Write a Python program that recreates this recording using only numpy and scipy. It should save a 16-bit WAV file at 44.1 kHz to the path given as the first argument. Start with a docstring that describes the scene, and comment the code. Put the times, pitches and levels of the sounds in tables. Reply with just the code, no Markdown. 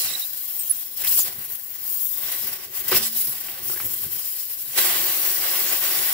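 """Outdoors, two microphone ports: air already fizzes and whistles from a punctured tire around a rasp tool.
As the tool is pushed and twisted the gap spurts, whistles and is pinched; from 1.2 s its teeth knock the tire.
Near 2.9 s hard knocks come with a low rush and a jolt that leaves the air ring singing; at 4.2 s the teeth
leave the hole and the flutter calms; from 4.8 s the wide gap rushes on to the end.
The jet is filtered noise in three bands, whistles are gliding tones, knocks and carcass excite tire modes."""
import sys
import numpy as np
from scipy import signal
from scipy.fft import rfft, irfft, next_fast_len
from scipy.io import wavfile
from scipy.ndimage import uniform_filter1d, map_coordinates

SR = 44100
rng = np.random.default_rng(int(sys.argv[2]) if len(sys.argv) > 2 else 0)


def file_out(sig):
    """Save sig as 16-bit WAV at sys.argv[1]."""
    # one column per channel
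    cols = np.atleast_2d(sig).T
    # limit, then scale
    lim = np.clip(cols, -1, 1)
    pcm = np.round(lim * 32767).astype(np.int16)
    wavfile.write(sys.argv[1], SR, pcm)


N = 270553
TIME = np.arange(N) / SR  # s
GRID = next_fast_len(N + SR // 4)  # FFT length, padded for the tails
HZ = np.fft.rfftfreq(GRID, 1 / SR)

# low rush of the jet through the wide side of the gap, before wobble: t/s, level/dB
RUSH_LEVELS = [(0, -42.5), (.11, -43.5), (.25, -52), (.5, -53.5), (.95, -53.5), (1.02, -42), (1.07, -42),
               (1.1, -45), (1.23, -53), (1.265, -41), (1.31, -45.5), (1.41, -49), (1.65, -57),
               (1.88, -51.5), (2.1, -56.5), (2.19, -46), (2.33, -39.5), (2.37, -45.5), (2.64, -43.5),
               (2.86, -45.5), (2.93, -27.5), (2.97, -29.5), (3.01, -31), (3.07, -43.5), (3.11, -48),
               (3.5, -44.5), (3.8, -45.5), (3.93, -48), (4.38, -53.5), (4.68, -51.5), (4.752, -46),
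               (4.764, -37), (4.785, -28.5), (4.82, -32), (4.855, -31), (4.9, -34), (4.98, -31.5),
               (5.17, -37), (5.6, -34.5), (5.74, -34), (5.78, -36), (5.8, -40), (5.83, -33), (6, -35.5),
               (6.14, -34)]


def amp(db):
    """Gain of a level in dB."""
    return 10 ** (np.asarray(db) / 20)


def unit(x):
    """Scale so that the mean of the channels has rms 1."""
    return x / np.sqrt(np.mean(np.atleast_2d(x).mean(0) ** 2))


def along(points):
    """Columns of (Hz, value, ..) rows on the log frequency grid."""
    hz, *columns = np.transpose(points)
    return np.array([np.interp(np.log(HZ + 1), np.log(hz + 1), column) for column in columns])


def curves(rows):
    """One value per sample for each column after the time."""
    s, *columns = np.transpose(rows)
    return [np.interp(TIME, s, column) for column in columns]


def wobble(rate):
    """A smooth random curve, rate knots a second."""
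    knots = rng.standard_normal(int(N * rate / SR) + 4)
    return map_coordinates(knots, [TIME * rate])


def filtered(x, response):
    """x times a complex response on the frequency grid."""
    return irfft(rfft(x, GRID) * response, GRID)[..., :N]


def band(low_hz, high_hz):
    """Soft-edged pass band."""
    low_edge = 1 + (low_hz / (HZ + 1)) ** 6
    high_edge = 1 + (HZ / high_hz) ** 6
    return 1 / np.sqrt(low_edge * high_edge)


def panned(x, left_db):
    """Tilt a sound between the ports; positive dB leans left."""
    return x * amp(np.array([[.5], [-.5]]) * left_db)


def tire(low_hz, high_hz):
    """Causal response of the tire's modes between two frequencies, as resonators of alternating sign."""
    # carcass and air ring: f/Hz, width/Hz, level/dB
    modes = [(92.6, 26, -4), (144.6, 34, -0.5), (224.7, 6.3, -1.5), (370.6, 43, 11), (529, 16.5, 10),
             (747, 55, 4.5), (1133, 30, 0.5), (1532, 34, 0.5), (1966, 200, -2.5)]
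    response = 0
    for k, (hz, width_hz, db) in enumerate(modes):
        if low_hz < hz < high_hz:
            damping = 1j * HZ * width_hz
            response = response + (-1) ** k * amp(db) * damping / (hz * hz - HZ * HZ + damping)
    return response


def scatter(level_db, t60):
    """Direct path plus near reflections off tread, hands and car body, different at each port, weak in bass."""
    left_lead_s = 6e-5  # these paths reach the left port first
    t = TIME[:SR // 8]
    tail = rng.standard_normal((2, len(t))) * amp(-60 * t / t60)
    tail /= np.linalg.norm(tail, axis=1, keepdims=True)
    strength = amp(level_db) * band(1860, SR)
    echoes = rfft(tail, GRID) * strength
    lead = np.exp(1j * np.pi * HZ * left_lead_s * np.array([[1], [-1]]))
    return lead * (1 + echoes) / np.sqrt(1 + strength ** 2)


def field(shape, bins_size, frames_size):
    """A random gain field of unit spread, smoothed over frequency bins and time frames."""
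    smooth = uniform_filter1d(rng.standard_normal(shape), bins_size, axis=-2)
    smooth = uniform_filter1d(smooth, frames_size, axis=-1)
    return smooth / smooth.std()


def turbulence(colour, paths, patchy_db, streak_db):
    """Stereo noise: eddies come in patches, and moving hands shift narrow streaks of reflection.
    A common part takes the fixed paths, the rest is diffuse."""
    # how alike the two ports hear it: f/Hz, common share of power/1
    alike = [(400, 0.35), (1000, 0.44), (2000, 0.42), (4500, 0.62), (12000, 0.47), (15000, 0.64)]
    z = signal.stft(rng.standard_normal((3, N)), nperseg=512)[2]
    patches = patchy_db * field(z.shape[1:], bins_size=12, frames_size=4)
    streaks = streak_db * field(z.shape[1:], bins_size=2, frames_size=40)
    noise = signal.istft(z * amp(patches + streaks), nperseg=512)[1][:, :N]
    spectrum = rfft(noise, GRID)
    share = np.clip(along(alike), 0, 1)
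    common = spectrum[0] * paths * np.sqrt(share)
    diffuse = spectrum[1:] * np.sqrt(1 - share)
    return unit(irfft(colour * (common + diffuse), GRID)[:, :N])


def jet(paths):
    """Three sizes of eddy share one gap; spurts and flutter lift the small eddies most."""
    # jet through the tight side of the gap, before spurts and flutter: t/s, fizz level/dB
    fizz_levels = [(0, -19.5), (.11, -30.5), (.21, -28.5), (.71, -26.5), (.95, -28), (1.01, -24),
                   (1.065, -25), (1.08, -17), (1.19, -15), (1.23, -20.5), (1.3, -30), (1.49, -28.5),
                   (1.65, -33), (1.76, -32), (1.88, -23.5), (2.08, -24), (2.19, -27), (2.54, -28.5),
                   (2.58, -33), (2.77, -25), (2.875, -27.5), (2.885, -17), (2.94, -26), (2.965, -16.5),
                   (3.06, -26), (3.15, -24), (3.21, -17.5), (3.35, -27), (3.62, -32), (3.66, -24.5),
                   (3.71, -23), (3.8, -25), (3.93, -24), (4.02, -23), (4.08, -29), (4.13, -26), (4.38, -25),
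                   (4.75, -28), (4.79, -16), (4.92, -20.5), (6.14, -20.5)]
    # the hiss stands out or sinks between rush and fizz: t/s, level/dB
    hiss_offsets = [(0, 5), (.15, 3), (.4, -4.5), (1, -1.5), (1.25, 1), (1.29, -1.5), (1.32, -6.5),
                    (1.4, -8), (2.1, -3), (2.5, -2.5), (2.9, -4), (3.03, 6.5), (3.3, -5), (3.7, -6),
                    (4.4, -1.5), (4.82, -2.5), (6.14, -3.5)]
    # the jet swings and hands shade it: t/s, fizz toward left/dB, hiss toward left/dB
    aim = [(0, 8.5, 1.5), (.7, 9.5, -1), (1.2, 6.5, 1.5), (1.6, 9, 1), (2.4, 13, 0), (3.2, 3.5, 2.5),
           (3.5, 6.5, 1), (4.6, 7.5, 1.5), (6.14, 8.5, 1.5)]
    # the gap is squeezed for a moment: centre t/s, length/s, depth/dB
    pinches = [(0.9, 0.19, 5), (2.593, 0.11, 5), (2.699, 0.13, 11), (2.83, .05, 3.5), (3.007, 0.075, 8.5),
               (3.105, 0.061, 4.5), (4.47, 0.086, 4), (4.567, 0.057, 4), (4.647, 0.054, 3)]
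    # the gap jerks open: t/s, rise before onset and fall/dB
    spurts = [(.196, 3.5), (0.59, 7), (.657, 4), (1.076, 6), (1.12, 2), (1.172, 1.5), (1.188, 4),
              (1.354, 2.5), (1.549, 5.5), (2.317, 7.5), (2.381, 1), (2.468, 7), (2.529, 6), (2.879, 0),
              (2.948, 6), (3.165, 7), (3.27, 6), (3.846, 5), (3.697, 3.5), (4.036, 6), (4.109, 3),
              (4.18, 0), (4.257, 2.5), (4.776, 7.5), (4.848, 6)]
    # relative colour of the jet at the microphone ports: f/Hz, left level/dB, right level/dB
    port_colour = [(254, -16, -20), (470, -28, -15), (1245, -10, -8), (2220, -13, -5.5), (2820, -6.5, -3),
                   (4400, -11.5, -3), (5200, -8.5, -0.5), (6400, -7.5, -10), (7970, -8, 0), (9200, -9, -6),
                   (10200, -9, 0), (10750, -7, 5), (11300, -8, 6), (12000, -4, -1), (13000, 0, -4),
                   (14000, 5.5, -4), (14620, 6.5, .5), (14750, -1, .5), (15000, 4.5, 1.5), (15400, 7.5, 6),
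                   (15700, 6.5, 3.5)]
    hiss_share = 0.45  # the hiss lies between rush and fizz: weight of the rush
    pulled_out_s = 4.2  # the tool's teeth leave the hole and the flutter calms
    spurt_rise_s, spurt_fall_s = 0.00055, .018

    (fizz_db,), (rush_db,) = curves(fizz_levels), curves(RUSH_LEVELS)
    hiss_db = hiss_share * rush_db + (1 - hiss_share) * fizz_db + curves(hiss_offsets)[0]
    fizz_left, hiss_left = curves(aim)

    flow_db = 0.25 * wobble(20)
    for s, length, depth_db in pinches:
        squeeze = np.cos(np.pi * np.clip((TIME - s) / length, -.5, .5)).clip(0)
        flow_db -= depth_db * squeeze ** 1.66

    # rubber lips flutter against the teeth of the tool
    spurt_db = np.where(TIME < pulled_out_s, 1.5, .8) * wobble(85)
    t = TIME[:SR // 4]
    spurt_shape = np.exp(-t / spurt_fall_s) * (1 - np.exp(-t / spurt_rise_s))
    for s, rise_db in spurts:
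        spurt_db[round(s * SR):][:len(t)] += rise_db * spurt_shape

    ports = amp(along(port_colour))
    fizz = turbulence(ports * band(8900, SR), paths, patchy_db=1.0, streak_db=2.0)
    hiss = turbulence(ports * band(3320, 9660), paths, patchy_db=1.5, streak_db=2.5)
    # the low rush also drives the tire's modes
    body = ports * band(110, 4500) * (1 + 2.0 * np.abs(tire(450, 2500)))
    rush = turbulence(body, paths, patchy_db=1.0, streak_db=0.07)

    fizz_db += spurt_db
    hiss_db += 0.39 * spurt_db + 0.66 * wobble(16)
    rush_db += 0.68 * spurt_db + 1.1 * wobble(22)
    eddies = amp(fizz_db) * panned(fizz, fizz_left)
    eddies += amp(hiss_db) * panned(hiss, hiss_left)
    eddies += amp(rush_db) * panned(rush, hiss_left)
    return amp(flow_db) * eddies


def whistles():
    """A slit beside the tool gives gliding tones of abrupt start; size and phase wander as fast as the blur."""
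    # t/s, length/s, start f/Hz, end f/Hz, blur/Hz, level before wander/dB, toward left/dB
    slit_tones = [(0, 0.012, 4330, 4300, 300, -33, -14), (0.059, 0.023, 4400, 4480, 400, -40, -11),
                  (0.08, 0.058, 3950, 3700, 400, -41.5, -16), (0.104, 0.076, 7930, 7660, 610, -40, -7),
                  (0.137, 0.028, 3800, 3930, 161, -33.5, -18), (0.213, 0.036, 3730, 3830, 248, -36, -17),
                  (0.578, 0.016, 9500, 9100, 400, -41, -14), (0.591, 0.04, 8560, 8250, 398, -33, -11),
                  (0.696, 0.029, 11150, 10200, 494, -20, -12), (0.768, 0.008, 8800, 8700, 500, -34, -7),
                  (1.036, 0.053, 1900, 2600, 1493, -38, -7), (1.07, 0.015, 3320, 4120, 1500, -34, -14),
                  (1.188, 0.042, 8500, 6610, 1510, -27, 6), (3.043, 0.036, 7760, 7730, 597, -34, -3),
                  (4.716, 0.023, 10500, 10200, 200, -42, -10)]
    out = np.zeros((2, N))
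    for s, length, start_hz, end_hz, blur_hz, db, left_db in slit_tones:
        u = np.linspace(0, 1, round(length * SR))  # progress through the tone
        waver = 0.0089 * map_coordinates(rng.standard_normal(20), [u * length * 150])
        glide_hz = end_hz + (start_hz - end_hz) * (1 - u) ** 3
        phase = 2 * np.pi * np.cumsum(glide_hz * (1 + waver)) / SR
        wander = rng.standard_normal((2, 200))
        in_phase, quadrature = [map_coordinates(knots, [u * length * blur_hz]) for knots in wander]
        tone = (0.67 + in_phase) * np.sin(phase) + quadrature * np.cos(phase)
        envelope = np.abs(np.sin(np.pi * u ** 0.51)) ** 0.55
        out[:, round(s * SR):][:, :len(u)] += panned(amp(db) * envelope * tone, left_db)
    return out


def carcass():
    """The rush keeps the low modes murmuring, jolts swell them; the air ring sings on after a hard jolt."""
    # hands jolt the tire: peak t/s, carcass level/dB
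    jolt_levels = [(.07, -55), (.71, -75), (1.08, -56), (1.31, -67), (1.39, -48), (2.02, -70),
                   (2.46, -50.5), (2.949, -39.5), (3.29, -59), (3.62, -56), (3.7, -51), (3.86, -43),
                   (4.06, -49.5), (4.78, -58)]
    # the air ring sings on after a jolt: t/s, f/Hz, level before onset and decay/dB, t60/s
    air_ring = [(2.985, 222, -41, 1.1), (1.38, 222, -58, .8)]
    jolt_rise_s, jolt_fall_s = 0.034, 0.046
    murmur_db, follows = -61, 0.5  # level at the mean rush level; dB per dB of rush
    sidewall_db, sidewall_jolt_db = -13, -10.5  # relative to the rush; relative to a jolt

    rush_db, = curves(RUSH_LEVELS)
    jolts = np.zeros(N)
    for s, db in jolt_levels:
        distance = np.where(TIME < s, (s - TIME) / jolt_rise_s, (TIME - s) / jolt_fall_s)
        jolts += amp(db) * np.exp(-distance)
    low_gain = amp(murmur_db + follows * (rush_db - rush_db.mean())) + jolts
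    wall_gain = amp(sidewall_db + rush_db) + amp(sidewall_jolt_db) * jolts

    # lumpy noise: one common part and one part for each port
    lumps = amp(2.16 * wobble(25)) * rng.standard_normal((2, 3, N))
    low = filtered(lumps[0, 0] + 0.46 * lumps[0, 1:], tire(50, 300) + 0.15 * band(46, 340))
    wall = filtered(lumps[1, 0] + .5 * lumps[1, 1:], tire(300, 450))

    ring = np.zeros(N)
    for s, hz, db, t60 in air_ring:
        t = np.clip(TIME - s, 0, 9)
        envelope = amp(db - 60 * t / t60) * (1 - np.exp(-t / 0.0078))
        ring += envelope * np.sin(2 * np.pi * hz * t)
    return panned(low_gain * unit(low), -2.7) + panned(wall_gain * unit(wall), -5.0) + ring


def surroundings():
    """A faint, unsteady outdoor rumble and hiss: shaped noise, partly common to both ports."""
    # relative spectral level: f/Hz, level/dB
    floor_colour = [(20, -4), (45, -1), (100, -16), (250, -8), (600, -11.5), (2000, -40), (9000, -33)]
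    noise = rng.standard_normal((3, N))
    ambience = filtered(0.75 * noise[0] + noise[1:], amp(along(floor_colour)))
    return amp(-70.0 + 1.5 * wobble(5.0)) * unit(ambience)


def knocks(paths):
    """Each catch is a short rough burst: it clicks in the tread at its own pitch and thuds in the carcass."""
    # teeth of the tool catch on the tire: t/s, click level/dB, thud relative to click/dB, click f/Hz
    catches = [(1.192, -28, -11, 805), (2.918, -20.5, -5.5, 940), (2.927, -15, -14, 1210),
               (2.946, -19, -13, 2620), (2.962, -20, -20, 2690), (3.485, -28.5, -21, 2820),
               (3.698, -30.5, -13.5, 1400), (3.733, -33.5, -9.5, 1310), (3.761, -31, -14, 1530),
               (3.774, -28, -34, 1640), (3.801, -25, -32, 1560), (3.805, -26.5, -32, 2340),
               (3.826, -31.5, -19, 1930)]
    click_t60_s, thud_t60_s = .021, 0.017
    thud_lift_db = 21.5  # drive added to every thud ahead of the tire's modes
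    clicks, thuds, t = np.zeros(N), np.zeros(N), TIME[:SR // 25]
    for s, db, thud_db, hz in catches:
        burst = rng.choice([-1, 1], size=len(t))
        tick = np.sin(2 * np.pi * hz * t + .2 * np.cumsum(burst)) + .8 * burst
        start = round(s * SR)
        clicks[start:][:len(t)] += amp(db - 60 * t / click_t60_s) * tick
        thuds[start:][:len(t)] += amp(db + thud_db + thud_lift_db - 60 * t / thud_t60_s) * burst
    click = filtered(clicks, (0.5 + 0.54 * paths) * band(820, 5100))
    thud = filtered(thuds, tire(50, 600) + 0.13 * band(70, 490))
    return panned(click, -1.7) + panned(thud, -6.5)


def scene():
    """All sources at the two microphone ports."""
    paths = scatter(level_db=-1.5, t60=0.08)
    return jet(paths) + whistles() + carcass() + surroundings() + knocks(paths)


def record(dry):
    """The loudest peaks are squeezed, then a very steep low-pass sets the band limit."""
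    top_hz = 15730
    squeezed = dry / (1 + np.abs(dry / .85) ** 4) ** (1 / 4)
    return filtered(squeezed, 1 / (1 + (HZ / top_hz) ** 600))


dry = scene()
out = record(dry)
file_out(out)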